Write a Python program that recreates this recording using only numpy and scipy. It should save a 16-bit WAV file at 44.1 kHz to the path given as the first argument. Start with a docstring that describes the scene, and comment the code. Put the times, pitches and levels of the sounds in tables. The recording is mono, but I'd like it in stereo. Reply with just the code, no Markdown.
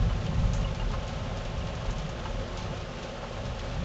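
"""Steady rain is heard from behind a closed window, over surges of distant thunder.
Thunder is three bands of low noise that swell and fade; the wash is noise coloured by pane and room.
Close drops tap on the sill, ping on the frame to the left and tick on the glass: short rings and noise bursts.
Spray, patter and tiny ringing droplets fall at random; a microphone dulls the treble."""
import sys
import numpy as np
from scipy import signal
from scipy.fft import rfft, irfft
from scipy.io import wavfile
from scipy.ndimage import uniform_filter1d

SR = 44100
rng = np.random.default_rng(int(sys.argv[2]) if len(sys.argv) > 2 else 0)


def transcribe(u):
    """Save the signal u as a 16-bit wav file named by the first command-line argument.

    u: samples, shape (n,) or (channels, n), limited to [-1, 1]; the rate is SR.
    q: integer samples, one column per channel.
    """
    v = np.clip(np.atleast_2d(u).T, -1, 1)
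    q = np.round(v * 32767).astype(np.int16)
    wavfile.write(sys.argv[1], SR, q)


N = 169344
TIME = np.arange(N) / SR
HZ = np.maximum(np.arange(N // 2 + 1) * SR / N, 1)
ATTACK_S = 0.0004  # time constant of a drop's rise

# colour of a drop's hard tick on the glass: f/Hz, level/dB
GLASS_TICK_COLOUR = [(500, -14.5), (1500, -9), (2500, -0.5), (4300, -2), (5500, -5.5), (7500, -20),
                     (9000, -7)]
# colour of its bright splash: f/Hz, level/dB
GLASS_SPLASH_COLOUR = [(2000, -21.5), (4500, -31.5), (6300, -3), (7200, -7), (9000, -6)]
# colour of drops on the sill: f/Hz, level/dB
SILL_COLOUR = [(250, -33.5), (550, -6.5), (850, 3.5), (1100, -0.5), (1400, -3), (1900, -7), (3500, -13.5),
               (7000, -26)]
# stereo balance of the wash and the patter: f/Hz, left minus right/dB
RAIN_BALANCE = [(100, -2), (600, -0.5), (1100, -1.3), (1600, 0.5), (2200, 3), (3000, 8.5), (4200, 5),
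                (5500, -0.5), (7000, -3)]


def from_db(db):
    """Turn decibels into gain."""
    return 10 ** (np.asarray(db) / 20)


def rms_one(x):
    """Scale a signal to an average power of one."""
    return x / np.sqrt(np.mean(x ** 2) + 1e-20)


def in_time(rows):
    """Draw straight lines between timed points, giving a value at every sample."""
    return np.interp(TIME, *np.transpose(rows))


def over_hz(points):
    """Join the points of a spectrum table along a logarithmic pitch scale."""
    hz, value = np.transpose(points)
    return np.interp(np.log(HZ), np.log(hz), value)


def panned(db):
    """Left and right gains for a level difference (left minus right) at constant total power."""
    gains = from_db(np.array([[0.5], [-0.5]]) * db)
    return gains / np.sqrt(np.mean(gains ** 2, axis=0))


def drift(rate_hz):
    """Random wandering with a spread of one; changes faster than the rate fade out."""
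    spectrum = rfft(rng.standard_normal(N))
    return rms_one(irfft(spectrum / (1 + (HZ / rate_hz) ** 2), N))


def noise(colour_db, pan_db=0):
    """Coloured stereo noise, alike on both sides in the bass and more diffuse in the treble."""
    # likeness of the two sides: f/Hz, correlation (1 = identical)
    likeness = [(70, 0.98), (140, 0.99), (250, 1), (500, 0.97), (750, 0.95), (1100, 0.88), (1700, 0.22),
                (2800, 0.31), (4500, 0.092), (7000, 0.16)]
    left_lead_s = 0.00013  # the window is off to the left, so the left side leads
    mid, side = rfft(rng.standard_normal((2, N)))
    alike = np.clip(over_hz(likeness), -1, 1)
    shared = np.sqrt(1 + alike) * mid
    opposed = np.sqrt(1 - alike) * side * [[1], [-1]]
    lead = np.exp(2j * np.pi * HZ * left_lead_s * np.array([[1], [0]]))
    spectrum = (shared + opposed) * lead * from_db(colour_db) * panned(pan_db)
    return rms_one(irfft(spectrum, N))


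def evened(x, size):
    """Hold a noise's power steady over stretches of about the given number of samples."""
    power = np.mean(x ** 2, axis=0)
    smooth_power = uniform_filter1d(uniform_filter1d(power, size), size)
    return x / np.sqrt(smooth_power + 1e-12)


def impacts(rows):
    """Loudness outline of drops (t/s, level/dB, pan/dB, t60/s): a short crack over a dying tail."""
    crack_db, crack_t60_s = -7.5, 0.018
    power = np.zeros((2, N))
    age = TIME[:SR // 4]  # each drop ends after a quarter of a second
    rise = 1 - np.exp(-age / ATTACK_S)
    crack = from_db(crack_db) * 1000 ** (-age / crack_t60_s)
    for s, db, pan_db, t60 in rows:
        start = int(np.clip(s * SR, 0, N - 1))
        tail = 1000 ** (-age / t60)  # falls by 60 dB in t60 seconds
        shape = rise * (crack + tail)
        # overlapping drops add their powers
        power[:, start:start + len(age)] += (from_db(db) * panned(pan_db) * shape[:N - start]) ** 2
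    return np.sqrt(power)


def shower(per_s, t60):
    """Loudness outline of drops falling at random, many small and a few larger."""
    size_spread_db, pan_spread_db = 1, 2
    drops = []
    for when, size, place in rng.random((int(per_s * N / SR), 3)):
        size_db = size_spread_db * min(-np.log(1 - size), 3)
        pan_db = pan_spread_db * (1 - 2 * place)
        drops.append((when * N / SR, size_db, pan_db, t60))
    return rms_one(impacts(drops))


def struck(s, hz, t60, rise_s):
    """One ringing tone that builds up quickly after a blow and dies away."""
    out = np.zeros(N)
    start = int(np.clip(s * SR, 0, N - 1))
    age = TIME[:min(SR // 4, N - start)]
    envelope = (1 - np.exp(-age / rise_s)) * 1000 ** (-age / t60)
    out[start:start + len(age)] = envelope * np.sin(2 * np.pi * hz * age)
    return out


def room_db():
    """Lift in decibels where the pane and the room resonate, as a sum of peaks."""
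    # resonances of pane and room: f/Hz, width/Hz, lift/dB
    resonances = [(240, 47, 1), (357.4, 3.9, 14), (420, 18, 3), (543.7, 48, 8), (754, 16, 7.5),
                  (871, 55, 10.5), (1064, 34, 9), (1264, 7.8, 8.5)]
    return sum(db / (1 + (2 * (HZ - hz) / width) ** 2) for hz, width, db in resonances)


def thunder():
    """Low noise in three bands, a boom, a roll above it and a room drone, swells and fades."""
    # deep boom: t/s, level/dB
    boom_level = [(0, -24), (.12, -29), (.2, -37.5), (.35, -39.5), (.42, -24), (.52, -28.5), (.64, -29.5),
                  (.76, -40.5), (.87, -26), (.97, -36), (1.1, -40), (1.62, -36), (1.8, -45), (1.9, -29.5),
                  (1.98, -35.5), (2.1, -41.5), (2.24, -41.5), (2.32, -32.5), (2.55, -39.5), (3.07, -46),
                  (3.3, -43.5), (3.5, -40.5), (3.84, -37)]
    # colour of the boom: f/Hz, level/dB
    boom_colour = [(15, -35), (26, -20.5), (33, -9.5), (40, -4.5), (46, -8), (55, -22), (75, -26.5),
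                   (120, -67)]
    # roll above the boom: t/s, level/dB
    roll_level = [(0, -27), (.13, -30.5), (.21, -34), (.32, -33), (.39, -26), (.52, -32), (.62, -34),
                  (.78, -37), (.95, -34), (1.08, -38.5), (1.21, -35), (1.34, -37), (1.5, -41), (1.61, -35),
                  (1.72, -37), (1.94, -37.5), (2.03, -45), (2.14, -39), (2.27, -40), (2.38, -37),
                  (2.5, -44.5), (2.67, -36), (2.95, -45.5), (3.25, -47), (3.5, -33.5), (3.58, -42),
                  (3.8, -34.5)]
    # colour of the roll: f/Hz, level/dB
    roll_colour = [(40, -36), (58, 0), (70, 3), (82, -4.5), (101, 5.5), (132, -5), (163, -12.5), (192, -11),
                   (245, -15.5), (290, -35), (600, -59)]
    # drone at the room's low resonance: t/s, level/dB
    drone_level = [(0, -41), (.08, -34), (.2, -42), (.29, -34.5), (.45, -35), (.61, -39), (.7, -36),
                   (.8, -49), (1.1, -46.5), (1.25, -42), (1.42, -46), (1.55, -41), (1.93, -44.5),
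                   (2.04, -34), (2.17, -48.5), (2.5, -49), (2.68, -42), (2.9, -49.5), (3.62, -53.5),
                   (3.77, -36.5), (3.84, -43)]
    # colour of the drone: f/Hz, level/dB
    drone_colour = [(115, -30), (145, -6), (162, -0.5), (178, -8.5), (210, -30), (290, -60)]
    boom = from_db(in_time(boom_level)) * evened(noise(over_hz(boom_colour)), size=3000)
    roll = from_db(in_time(roll_level)) * evened(noise(over_hz(roll_colour)), size=2000)
    drone = from_db(in_time(drone_level)) * evened(noise(over_hz(drone_colour)), size=2500)
    return boom + roll + drone


def wash():
    """Countless far drops merge into noise, coloured by the resonances of pane and room."""
    # colour of the far rain before the resonances: f/Hz, level per Hz/dB
    rain_colour = [(20, -19.5), (120, -6.5), (215, 1.5), (255, 4), (298, -13.5), (340, -4), (420, -2),
                   (620, 0.5), (790, -6), (900, -10.5), (968, -14.5), (1030, -8), (1350, -4.5), (1440, -7),
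                   (1600, -6.5), (2100, -10), (3000, -8), (4000, -13.5), (5500, -18), (7100, -22),
                   (9000, -16.5)]
    wash_db, swell_db, flutter_db = -38, 0.27, 0.5
    level_db = wash_db + swell_db * drift(rate_hz=4.5) + flutter_db * drift(rate_hz=35)
    return from_db(level_db) * noise(over_hz(rain_colour) + room_db(), over_hz(RAIN_BALANCE))


def small_drops():
    """Many short noise bursts make a fine spray on the glass and a soft patter on the sill."""
    spray_per_s, spray_db, spray_t60_s = 41, -50, 0.1  # level of its tick part
    patter_per_s, patter_db, patter_t60_s = 80, -50.5, 0.058
    tick = noise(over_hz(GLASS_TICK_COLOUR), pan_db=1)
    splash = from_db(-8) * noise(over_hz(GLASS_SPLASH_COLOUR), pan_db=-5.5)
    spray = from_db(spray_db) * shower(spray_per_s, spray_t60_s) * (tick + splash)
    sill_noise = noise(over_hz(SILL_COLOUR), over_hz(RAIN_BALANCE))
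    patter = from_db(patter_db) * shower(patter_per_s, patter_t60_s) * sill_noise
    return spray + patter


def droplets():
    """Tiny drops scattered across the window ring briefly, each at a random pitch."""
    per_s, base_db, spread_db, pan_spread_db = 150, -51.5, 1.5, 9.5
    low_hz, high_hz, t60_s = 1199, 3610, 0.041
    out = np.zeros((2, N + SR // 8))
    age = TIME[:SR // 8]
    decay = (1 - np.exp(-age / ATTACK_S)) * 1000 ** (-age / t60_s)
    for when, pitch, size, place in rng.random((int(per_s * N / SR), 4)):
        hz = low_hz * (high_hz / low_hz) ** pitch
        db = base_db + spread_db * min(-np.log(1 - size), 3)
        gains = from_db(db) * panned(pan_spread_db * (2 * place - 1))
        start = int(when * N)
        out[:, start:start + len(age)] += gains * decay * np.sin(2 * np.pi * hz * age)
    return out[:, :N]


def sill_taps():
    """Heavy drops make a dull noisy splat and a knock; the landing spot favours nearby modes."""
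    # heavy drops: t/s, base level/dB, pitch the landing spot favours f/Hz
    taps = [(0.097, -41, 1350), (.113, -42, 1700), (0.432, -37, 1090), (0.651, -38, 1080),
            (.796, -40, 1270), (.822, -40.5, 800), (.906, -41, 870), (.922, -45, 1150),
            (0.935, -32.5, 1190), (1.603, -42, 1150), (1.671, -44, 950), (1.85, -37, 750),
            (2.249, -39, 860), (2.255, -33.5, 1470), (2.259, -37, 760), (2.586, -40, 1100),
            (3.172, -40, 1280), (3.229, -38, 560), (3.239, -36, 800), (3.308, -40, 550), (3.364, -43, 560)]
    # ringing modes of the sill: f/Hz, level over the drop's/dB
    sill_modes = [(548, 9.5), (858, 1.5), (1068, 1), (1265, 0), (1370, -5.5), (1590, -4.5)]
    spot_octaves = 0.24  # distance in pitch at which a mode rings half as strongly
    ring_t60_s, rise_s, splat_t60_s = 0.09, 0.002, 0.093
    # high-pitched spots splash more than low ones
    splat_db, splat_db_per_octave, pivot_hz = -3, 4, 1110
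    resonance_share = 0.44  # part of the room's lift that colours a near tap
    knock = np.zeros(N)
    splats = []
    for s, db, spot_hz in taps:
        for hz, mode_db in sill_modes:
            share = 1 / (1 + (np.log2(hz / spot_hz) / spot_octaves) ** 2)
            varied_hz = hz * (1 + rng.normal(0, 0.01))
            knock += share * from_db(db + mode_db) * struck(s, varied_hz, ring_t60_s, rise_s)
        hardness_db = splat_db_per_octave * np.log2(spot_hz / pivot_hz)
        splats.append((s, db + splat_db + hardness_db, 0, splat_t60_s))  # centred
    colour_db = over_hz(SILL_COLOUR) + resonance_share * room_db()
    splat = impacts(splats) * evened(noise(colour_db), size=300)
    return knock + splat  # the one-channel knock goes equally to both sides


def frame_pings():
    """Each drip rings the frame at its own pitch, with a noisy tail as the room's answer."""
    # drips on the frame: t/s, base level/dB, pitch f/Hz
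    pings = [(.098, -41, 3005), (0.263, -41, 3130), (.645, -39, 2900), (.795, -36.5, 2820),
             (1.602, -40, 2860), (1.885, -45, 2885), (2.252, -45, 2880)]
    # modes of the frame: multiple of the pitch, level over the drip's/dB
    frame_modes = [(1.001, 2), (1.091, -17)]
    # colour of the room tail: f/Hz, level/dB
    tail_colour = [(600, -32), (1100, -13.5), (1800, -21), (2600, -15), (2870, 8.5), (3150, -12.5),
                   (3600, -28), (7000, -32.5)]
    pan_db, ring_t60_s, rise_s = 12.5, 0.073, 0.002  # to the left
    room_tail_db, room_t60_s = -8.5, 0.19
    ring = np.zeros(N)
    for s, db, hz in pings:
        for multiple, mode_db in frame_modes:
            ring += from_db(db + mode_db) * struck(s, hz * multiple, ring_t60_s, rise_s)
    tail_rows = [(s, db + room_tail_db, pan_db, room_t60_s) for s, db, _ in pings]
    tail = impacts(tail_rows) * noise(over_hz(tail_colour))
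    return panned(pan_db) * ring + tail


def glass_ticks():
    """Each drop is a direct click, then noise bursts: a hard tick and a bright splash."""
    # drops on the glass: t/s, base level/dB, brightness (more splash, less tick)/dB,
    # pan (left minus right)/dB, t60/s
    ticks = [(.264, -44, -8, 4, 0.062), (0.534, -36, 13, 2, 0.25), (0.747, -44.5, -5, 0.5, 0.21),
             (.915, -44.5, 2, 0, 0.14), (1.078, -42.5, 4, 3, 0.26), (1.372, -43.5, 2, 1, 0.27),
             (1.451, -44, -4, -1, 0.16), (1.67, -46.5, -7, 10, .09), (1.752, -45, 3, -5, .08),
             (1.907, -41.5, 10, -2, 0.11), (1.983, -40.5, 5, 1, 0.15), (2.092, -43.5, 13, 3, 0.087),
             (2.257, -48, -7, 0, 0.091), (2.573, -39.5, 0, 0, 0.41), (2.627, -49, -8, 0, 0.14),
             (2.771, -52, 0, -2, .1), (3.029, -43, -2, -1, 0.16), (3.454, -47.5, -9, 6, 0.1),
             (3.593, -43, -3, -1, 0.1), (3.699, -48, -5, -2, 0.092)]
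    click_db, click_low_hz = 24, 3500  # click over the drop's level, before its bass is removed
    clicks = np.zeros((2, N))
    body_rows, splash_rows = [], []
    for s, db, bright, pan, t60 in ticks:
        clicks[:, int(s * SR)] += from_db(db + click_db) * panned(pan)[:, 0]
        body_rows.append((s, db - bright / 2, pan, t60))
        splash_rows.append((s, db + bright / 2, pan, t60))
    treble_only = signal.butter(2, click_low_hz, "high", fs=SR, output="sos")
    direct = signal.sosfilt(treble_only, clicks + 1e-18)
    body_noise = evened(noise(over_hz(GLASS_TICK_COLOUR), pan_db=4.5), size=150)
    splash_noise = evened(noise(over_hz(GLASS_SPLASH_COLOUR), pan_db=-7), size=150)
    body = from_db(2.5) * impacts(body_rows) * body_noise
    splash = from_db(-3) * impacts(splash_rows) * splash_noise
    return direct + body + splash


def scene():
    """Add up the thunder, the far rain and the near drops."""
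    far = thunder() + wash()
    scattered = small_drops() + droplets()
    near = sill_taps() + frame_pings() + glass_ticks()
    return far + scattered + near


def record(dry):
    """A narrow-band microphone: the top drops steeply to a faint shelf and is then cut."""
    mic_top_hz, shelf_db, cutoff_hz = 7277, -25.5, 8750
    steep_drop = signal.butter(N=22, Wn=mic_top_hz, fs=SR, output="sos")
    mic = signal.sosfilt(steep_drop, dry)
    shelf = from_db(shelf_db) * dry
    final_cut = signal.ellip(12, 0.1, 90, cutoff_hz, fs=SR, output="sos")  # 0.1 dB ripple, 90 dB down
    return signal.sosfilt(final_cut, mic + shelf)


dry = scene()
out = record(dry)
transcribe(out)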